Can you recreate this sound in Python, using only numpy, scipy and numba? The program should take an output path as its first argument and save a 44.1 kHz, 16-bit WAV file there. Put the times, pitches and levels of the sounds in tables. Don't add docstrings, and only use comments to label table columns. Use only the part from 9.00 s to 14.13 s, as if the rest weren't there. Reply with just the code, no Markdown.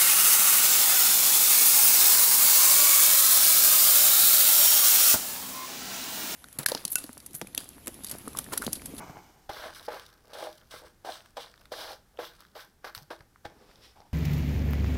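import sys
import numpy as np
from scipy import signal
from scipy.fft import rfft, irfft
from scipy.io import wavfile
from scipy.ndimage import uniform_filter1d
from numba import njit

SR = 44100
rng = np.random.default_rng(int(sys.argv[2]) if len(sys.argv) > 2 else 0)


def wav_out(sig):
    wavfile.write(sys.argv[1], SR, np.round(np.clip(np.atleast_2d(sig).T, -1, 1) * 32767).astype(np.int16))


def gain_from_db(level_db):
    decades = np.asarray(level_db, float) / 20
    return 10 ** decades


N = 226268

# hz, gain_db
AIR_CURVE = [(12, -67), (20, 6.5), (56, 4.5), (204, -3.5), (388, -8.5), (472, -11.5), (678, -15.5),
             (780, -9.5), (976, -15.5), (1570, -14.5), (2530, -23), (5380, -22), (7110, -24), (14700, -25),
             (16000, -35)]
# start_s, rub_level_db, slide_against_rub_db
PAN_MOVES = [
    [(0, -45, -17.5), (.036, -46, -11), (.114, -46.5, -14.5), (.19, -55, -8), (.27, -59, -9),
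     (.47, -70.5, -3.5)],
    [(4.5, -63, -10), (4.55, -63, -12), (4.63, -60.5, -9), (4.71, -60, -4.5), (4.8, -66, -1.5),
     (4.855, -68, 13.5), (4.91, -67, 2.5), (4.95, -77, 0), (5.13, -79, 2)],
    [(4.945, -81, -12), (4.96, -56.5, -10), (5.01, -56, -14), (5.044, -67, -15), (5.07, -64, -9),
     (5.1, -80, -5)],
]
# hz, gain_db
RUB_CURVES = [
    [(35, -31), (60, -7), (162, 0.5), (226, -6), (335, 1.5), (512, -11), (822, -7), (1590, -10.5),
     (1870, -19.5), (2220, -8), (2600, -19), (3380, -37), (5720, -120)],
    [(35, -42), (60, -17), (81, -4), (404, -1), (496, -2.5), (639, -5.5), (784, -2.5), (1380, -8.5),
     (2600, -19), (3380, -42), (5720, -120)],
]
# hz, gain_db
SLIDE_CURVES = [
    [(1530, -30), (2600, -22), (2940, -0.5), (3190, -6), (4040, -7.5), (5870, -3), (10500, -16.5),
     (14400, -8), (16000, -23)],
    [(1530, -7.5), (2600, -3.5), (3630, -0.5), (4200, -4), (5440, 0.5), (6470, -15), (7090, -14),
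     (10900, -16), (16000, -24)],
]
# pitch_hz, lift_db
RUB_FOCUS = [(800, 6), (480, 0), (800, 16)]
# start_s, peak_db, pitch_hz, t60_s
PAN_KNOCKS = [(0.004, -44, 167, 0.058), (0.099, -37.5, 156, 0.051), (0.17, -51, 95.5, 0.11),
              (0.496, -39.5, 72, 0.016), (0.596, -50, 65.7, 0.048), (0.659, -47, 244, 0.023),
              (3.971, -45.5, 104, 0.094), (4.018, -49, 148, 0.13), (4.206, -49, 124, 0.048),
              (4.454, -40.5, 95, 0.035), (4.899, -56, 61.9, 0.06)]
# start_s, peak_db, ring_hz, clack_against_ring_db, edge_against_ring_db
CHIP_TICKS = [(0.7485, -40, 4670, -16, -15), (0.772, -44, 4600, -10, -8), (0.7956, -37, 4050, -3, -16),
              (0.828, -42, 4400, -8, -4), (0.8652, -39.5, 5060, -26, -24), (0.9963, -31, 3840, -4, -4),
              (1.127, -53, 4100, -6, -20), (1.2806, -50, 5180, -19, 3), (1.3034, -49, 5470, -15, -7),
              (1.5758, -46.5, 4210, -19, 2), (1.614, -48, 3230, -1, -15), (2.1216, -30, 4030, -18, -22),
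              (2.2052, -40, 3600, -3, -16), (2.259, -41.5, 3230, 4, 0), (2.461, -40.5, 3950, -17, -22),
              (2.54, -41.5, 4600, 8, -21), (2.577, -47.5, 3670, -2, -8), (2.614, -46, 2900, 2, -2),
              (2.655, -41, 4130, 1.5, -2), (3.173, -42, 3240, -8, -14), (3.4056, -37, 4540, -2, 3.5),
              (3.4506, -42.5, 3830, 10, -15), (3.9491, -23, 4270, -2.5, -2), (3.96, -52, 5460, -25, -10),
              (3.9777, -28, 5060, -2.5, -18), (3.9874, -49, 5480, -20, -16),  (4.2064, -43, 4400, 9, -25),
              (4.359, -42.5, 2700, 31, -29), (4.7127, -49, 4590, 5, -22), (4.757, -45, 4670, -22, -26),
              (5.004, -45, 5200, -11, -20), (5.017, -49, 4470, 4, -24)]
# pitch_hz, relative_level_db, t60_s
COVER_MODES = [(271, -33, 0.048), (339, -3, 0.24), (413, -8.5, 0.041), (489.7, -4.5, 0.11), (528, -7, 0.08),
               (622, -2.5, 0.027), (689, 0, 0.018), (809, 2.5, 0.033), (930, -1, 0.028), (1174, -3, 0.014),
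               (1340, -6, 0.023), (1491, -2, 0.0085), (1584, -2, 0.0095), (1830, -17.5, 0.011),
               (2060, -11.5, 0.066), (2220, -18.5, 0.23), (2400, -19, 0.033)]
# start_s, peak_db, favoured_hz, push_ms
COVER_LANDINGS = [(0.097, -36, 813, 0.36), (0.17, -33.5, 1020, 0.12), (0.492, -52, 633, 0.61),
                  (0.881, -28.5, 650, 0.3), (0.936, -34, 610, 0.78), (1.332, -38, 673, 1),
                  (1.471, -61, 622, 0.66), (1.74, -33.5, 630, 1), (2.048, -33, 845, 0.65),
                  (2.073, -50, 608, 0.68), (2.369, -42, 608, 1), (2.72, -35, 640, 0.45),
                  (2.854, -48, 724, 0.83), (3.193, -34.5, 630, 0.47), (3.22, -41.5, 490, 0.29),
                  (3.552, -44, 630, 0.39), (3.844, -31.5, 1000, 0.35), (4.108, -29.5, 590, 0.82),
                  (4.454, -27.5, 720, 0.47), (4.96, -57, 797, 0.27), (5.003, -44, 780, 0.56)]
# start_s, sweep_level_db, weight_against_sweep_db
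BRUSH_STROKES = [
    [(.494, -45, 16), (.512, -54.5, 9), (.575, -51, 2), (.666, -51, 8.5), (.708, -58.5, 6),
     (.738, -59, -14)],
    [(.748, -48, -21), (.813, -62.5, 6.5), (.866, -56, -24)],
    [(.884, -50, 21), (.9, -58, 12.5), (.922, -52.5, 5), (.964, -54, 14.5), (.99, -56, -2),
     (1.062, -63.5, -4), (1.222, -80.5, 9), (1.31, -65.5, 12.5)],
    [(1.334, -47, 4), (1.355, -54, 7), (1.4, -51, 10), (1.453, -50, 10), (1.489, -57, 19),
     (1.51, -60.5, -6), (1.69, -79, 5)],
    [(1.71, -47, -6), (1.74, -53.5, 2), (1.782, -53.5, -8), (1.834, -68, 18.5), (1.864, -59, 2),
     (1.952, -87, -11), (2.03, -93, 0)],
    [(2.049, -50.5, 10), (2.093, -50.5, 14.5), (2.143, -48.5, -8.5), (2.221, -66, 3), (2.291, -69, -2),
     (2.35, -85, -2)],
    [(2.37, -43.5, 5), (2.385, -53, 16), (2.415, -48, -0.5), (2.46, -58, -2), (2.522, -69.5, -2),
     (2.66, -71, 3), (2.70, -93, 12)],
    [(2.72, -42.5, 9), (2.745, -49, 0), (2.817, -44.5, -1), (2.869, -49.5, 2.5), (2.935, -50.5, 4.5),
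     (3.033, -89, -13), (3.16, -78.5, 14)],
    [(3.19, -52, 12.5), (3.233, -50, 9.5), (3.252, -48, -30), (3.319, -63.5, -2), (3.385, -67.5, -15),
     (3.402, -63, -2.5), (3.53, -79, -18)],
    [(3.553, -56, 11), (3.57, -55.5, 10.5), (3.607, -52, -9.5), (3.665, -67.5, 2), (3.795, -99, -14)],
    [(3.846, -46.5, 5.5), (3.856, -55, 16), (3.881, -54, 3.5), (3.938, -74.5, 1)],
    [(3.951, -49, -13), (4.011, -65.5, 8.5), (4.037, -67.5, 2), (4.05, -80, -4), (4.09, -90, 3)],
    [(4.105, -50, 9), (4.135, -54.5, 9), (4.181, -75.5, -3), (4.213, -68, 11.5), (4.251, -98, 12),
     (4.43, -112, 10)],
    [(4.452, -43.5, 11), (4.47, -60, 10), (4.5, -68, -5), (4.53, -83, 8)],
]
# cover_hz, scratch_hz, hiss_hz, crinkle_against_sweep_db, hiss_against_sweep_db
TAPE_CONTACTS = [(653, 3670, 9900, 4, -6), (660, 4000, 11600, 3.5, -1.5), (607, 3740, 11600, 4.5, -5.5),
                 (650, 3650, 10300, 1, -5), (534, 3560, 8500, 0.5, -4), (678, 3740, 8300, 0.5, -5.5),
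                 (670, 3650, 9200, -0.5, -8), (660, 4260, 10300, -1, -6.5), (600, 3300, 10700, 2.5, -6),
                 (640, 3760, 10400, 2.5, -5), (706, 3900, 10200, 6.5, -5), (720, 3700, 9700, -1.5, 0.5),
                 (650, 3650, 8700, 3.5, -7), (780, 4000, 9100, 1, -12)]
# hz, gain_db
SCRATCH_CURVE = [(1410, -22), (2400, -2), (2620, -14), (2740, -0.5), (3300, 1), (4630, -2.5), (5030, -1.5),
                 (5450, -3.5), (6850, -14.5), (7500, -10.5), (9750, -25), (16500, -120)]
# hz, gain_db
TIP_CURVE = [(3530, -31), (6000, -4), (7070, -21), (7830, -6), (9190, -7.5), (11600, -9), (12800, -8.5),
             (14400, -6), (16000, -9.5)]

SILENT_DB, AIR_DB = -130, -63.5
ROOM_T60_S, ROOM_DB, ROOM_TOP_HZ = 0.35, -18, 5100
COVER_LOW_HZ, CRINKLE_FROM_HZ, PAN_HZ = 320, 1050, 1465
FIRM_DB = -48
ATTACK_S, ATTACK_DB = 0.0031, -19
CRINKLE_DB_PER_WEIGHT_DB, HISS_DB_PER_LIFT_DB = 0.24, 0.11
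COVER_SAG_PER_DB, SCRATCH_RISE_PER_DB, HISS_RISE_PER_DB = 0.0063, 0.015, 0.0044
HISS_WANDER = 0.11
SLAP_DB, SLAP_S, TIPS_LATE_DB, TIPS_LATE_S = 7.5, 0.0027, -1.5, 0.021


def unit(x):
    return x / np.sqrt(np.mean(x ** 2))


def butter_filter(x, order, hz, kind):
    return signal.sosfilt(signal.butter(order, hz, kind, fs=SR, output="sos"), x)


def colour(x, points):
    hz, gain_db = np.transpose(points)
    grid_hz = np.maximum(np.fft.rfftfreq(8192, 1 / SR), 1)
    log_gain = np.interp(np.log(grid_hz), np.log(hz), gain_db) * np.log(10) / 20
    cepstrum = irfft(log_gain)
    cepstrum[1:4096] *= 2
    cepstrum[4097:] = 0
    impulse = irfft(np.exp(rfft(cepstrum)))[:4096]
    return signal.fftconvolve(x, impulse)[:N]


@njit
def moving_band(x, hz, sharp):
    y, band, low, damping = np.empty(len(x)), 0., 0., 1 / sharp
    for i in range(len(x)):
        g = np.tan(np.pi * hz[i] / SR)
        v = (band + g * (x[i] - low)) / (1 + g * (g + damping))
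        band = 2 * v - band
        low = low + 2 * g * v
        y[i] = damping * v
    return y


def favour(x, hz, sharp, lift_db):
    return unit(x + gain_from_db(lift_db) * moving_band(x, hz, sharp))


def fading_sine(hz, t60_s, length_s):
    t = np.arange(int(length_s * SR)) / SR
    return np.sin(2 * np.pi * hz * t) * 1000. ** (-t / t60_s)


def add(track, start_s, x, peak_db):
    i = int(start_s * SR)
    x = x[:N - i]
    track[i:i + len(x)] += x * gain_from_db(peak_db) / np.max(np.abs(x))


def walk(rate_hz):
    hold = int(SR / rate_hz)
    steps = np.repeat(rng.standard_normal(N // hold + 1), hold)
    return unit(uniform_filter1d(steps, hold)[:N])


def slips(spread_db, judder_hz, judder_db):
    size_db = spread_db * rng.exponential(size=N) + judder_db * walk(judder_hz)
    return rng.standard_normal(N) * gain_from_db(size_db)


def patter(rate_hz, spread_db, burst_s):
    starts = (rng.random(N) < rate_hz / SR) * gain_from_db(spread_db * rng.standard_normal(N))
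    envelope = signal.lfilter([1], [1, -np.exp(-1 / (burst_s * SR))], starts)
    return unit(envelope * rng.standard_normal(N))


def air():
    return unit(colour(rng.standard_normal(N), AIR_CURVE)) * gain_from_db(AIR_DB + 1.2 * walk(1.98))


def room(x):
    t = np.arange(int(.5 * SR)) / SR
    tail = rng.standard_normal(len(t)) * 1000. ** (-t / ROOM_T60_S)
    tail = tail * (t > .006)
    tail = signal.lfilter(*signal.butter(1, ROOM_TOP_HZ, fs=SR), tail)
    return gain_from_db(ROOM_DB) * signal.fftconvolve(x, tail / np.sqrt(np.sum(tail ** 2)))[:N]


def rustle():
    t, out = np.arange(N) / SR, np.zeros(N)
    rub_curves = RUB_CURVES + RUB_CURVES[-1:]
    slide_curves = SLIDE_CURVES + SLIDE_CURVES[-1:]
    for move, (focus_hz, focus_db), rub_curve, slide_curve in zip(PAN_MOVES, RUB_FOCUS, rub_curves, slide_curves):
        s, rub_db, slide_db = np.transpose(move)
        rub = favour(colour(slips(2.27, 45, 1.9), rub_curve), np.full(N, 1. 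* focus_hz), 4.0, focus_db)
        slide = unit(colour(slips(2.2, 45, 1.2), slide_curve))
        for grain, level_db in ((rub, rub_db), (slide, rub_db + slide_db)):
            out += grain * gain_from_db(np.interp(t, s, level_db, left=SILENT_DB, right=SILENT_DB))
    return out


def knocks():
    out = np.zeros(N)
    for start_s, peak_db, pitch_hz, t60_s in PAN_KNOCKS:
        add(out, start_s, fading_sine(pitch_hz, t60_s, .3), peak_db)
    return out


def shavings():
    out = np.zeros(N)
    fade = np.exp(-np.arange(600) / SR / 0.0012)
    for start_s, peak_db, ring_hz, clack_db, edge_db in CHIP_TICKS:
        burst = fade * rng.standard_normal(600)
        chip = unit(butter_filter(burst, 2, [ring_hz / 1.22, ring_hz * 1.08], "band"))
        clack = unit(butter_filter(burst, 2, [PAN_HZ / 1.32, PAN_HZ * 1.29], "band"))
        edge = unit(butter_filter(burst, 3, 6500, "high"))
        add(out, start_s, chip + gain_from_db(clack_db) * clack + gain_from_db(edge_db) * edge, peak_db)
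    return out


def hand():
    rows = []
    for stroke, contact in zip(BRUSH_STROKES, TAPE_CONTACTS):
        s, sweep_db, weight_db = stroke[0]
        touchdown = (s - ATTACK_S, sweep_db + ATTACK_DB, weight_db)
        rows += [(*point, *contact) for point in [touchdown, *stroke]]
    s, *columns = np.transpose(rows)
    t = np.arange(N) / SR
    point_s = np.maximum.accumulate(s)
    sweep_db, weight_db, drum_hz, scratch_hz, hiss_hz, crinkle_db, hiss_db = (
        np.interp(t, point_s, column) for column in columns)
    lift_db = np.clip(FIRM_DB - sweep_db, 0, 25)

    starts = np.array([stroke[0][0] for stroke in BRUSH_STROKES]) - ATTACK_S
    since_s = np.abs(t - starts[np.maximum(np.searchsorted(starts, t) - 1, 0)])
    crinkle_db = crinkle_db + SLAP_DB * np.exp(-since_s / SLAP_S)
    hiss_db = hiss_db + TIPS_LATE_DB * np.exp(-since_s / TIPS_LATE_S)
    sweep_db = sweep_db + np.where((t >= s[0]) & (t <= s[-1]), 0, SILENT_DB)

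    drum_hz = drum_hz * (1 - COVER_SAG_PER_DB * lift_db)
    scratch_hz = scratch_hz * (1 + SCRATCH_RISE_PER_DB * lift_db)
    hiss_hz = hiss_hz * np.clip(1 + HISS_RISE_PER_DB * lift_db + HISS_WANDER * walk(12), .6, 1.45)
    crinkle_db = sweep_db + crinkle_db + CRINKLE_DB_PER_WEIGHT_DB * weight_db
    hiss_db = sweep_db + hiss_db + HISS_DB_PER_LIFT_DB * lift_db
    on_cover = (sweep_db + weight_db, drum_hz, crinkle_db)
    on_tape = (sweep_db, scratch_hz, hiss_db, hiss_hz)
    return on_cover, on_tape


def cover(drum_db, drum_hz, crinkle_db):
    modes = np.array([gain_from_db(level_db) * fading_sine(hz, t60_s, 0.16) / np.sqrt(t60_s)
                      for hz, level_db, t60_s in COVER_MODES])
    modes = butter_filter(modes, 2, COVER_LOW_HZ, "high")
    mode_hz = np.array(COVER_MODES)[:, 0]
    sheet = modes[mode_hz < CRINKLE_FROM_HZ].sum(axis=0)
    folds = modes[mode_hz >= CRINKLE_FROM_HZ].sum(axis=0)
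    folds = butter_filter(folds, 2, 700, "high")

    force = unit(slips(2.43, 110, 2.54))
    drum_force = favour(force, drum_hz, 2.32, 29.0)
    out = np.zeros(N)
    for drive, body, level_db in ((drum_force, sheet, drum_db), (force, folds, crinkle_db)):
        steady = np.std(signal.fftconvolve(drive, body))
        out += signal.fftconvolve(drive * gain_from_db(level_db), body)[:N] / steady

    for start_s, peak_db, favoured_hz, push_ms in COVER_LANDINGS:
        push = np.hanning(max(int(push_ms * SR / 1000), 3) + 2)
        mode_gain = gain_from_db(-9.0 * np.abs(np.log2(mode_hz / favoured_hz)))
        add(out, start_s, np.convolve(mode_gain @ modes, push), peak_db)
    return out


def bristles(scratch_db, scratch_hz, hiss_db, hiss_hz):
    loose = np.clip((FIRM_DB - scratch_db) / 29.0, .12, .75)
    rasp = unit(slips(2.17, 55, 0.64))
    drag = np.sqrt(1 - loose) * rasp + np.sqrt(loose) * patter(170, 4.3, 0.0012)
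    scratch = unit(colour(favour(drag, scratch_hz, 2.3, 4.6), SCRATCH_CURVE))
    hiss = unit(colour(favour(drag, hiss_hz, 2.2, 2.5), TIP_CURVE))
    return scratch * gain_from_db(scratch_db) + hiss * gain_from_db(hiss_db)


def scene():
    on_cover, on_tape = hand()
    near = cover(*on_cover) + bristles(*on_tape) + shavings() + knocks() + rustle()
    return (near + room(near) + air())[None]


def top_cut(x):
    return signal.sosfilt(signal.butter(12, 16720, fs=SR, output="sos"), x)


def record(dry):
    low_pass = signal.ellip(10, .2, 60, 15900, fs=SR, output="sos")
    mix = signal.sosfilt(low_pass, dry)
    return top_cut(mix)


dry = scene()
out = record(dry)
wav_out(out)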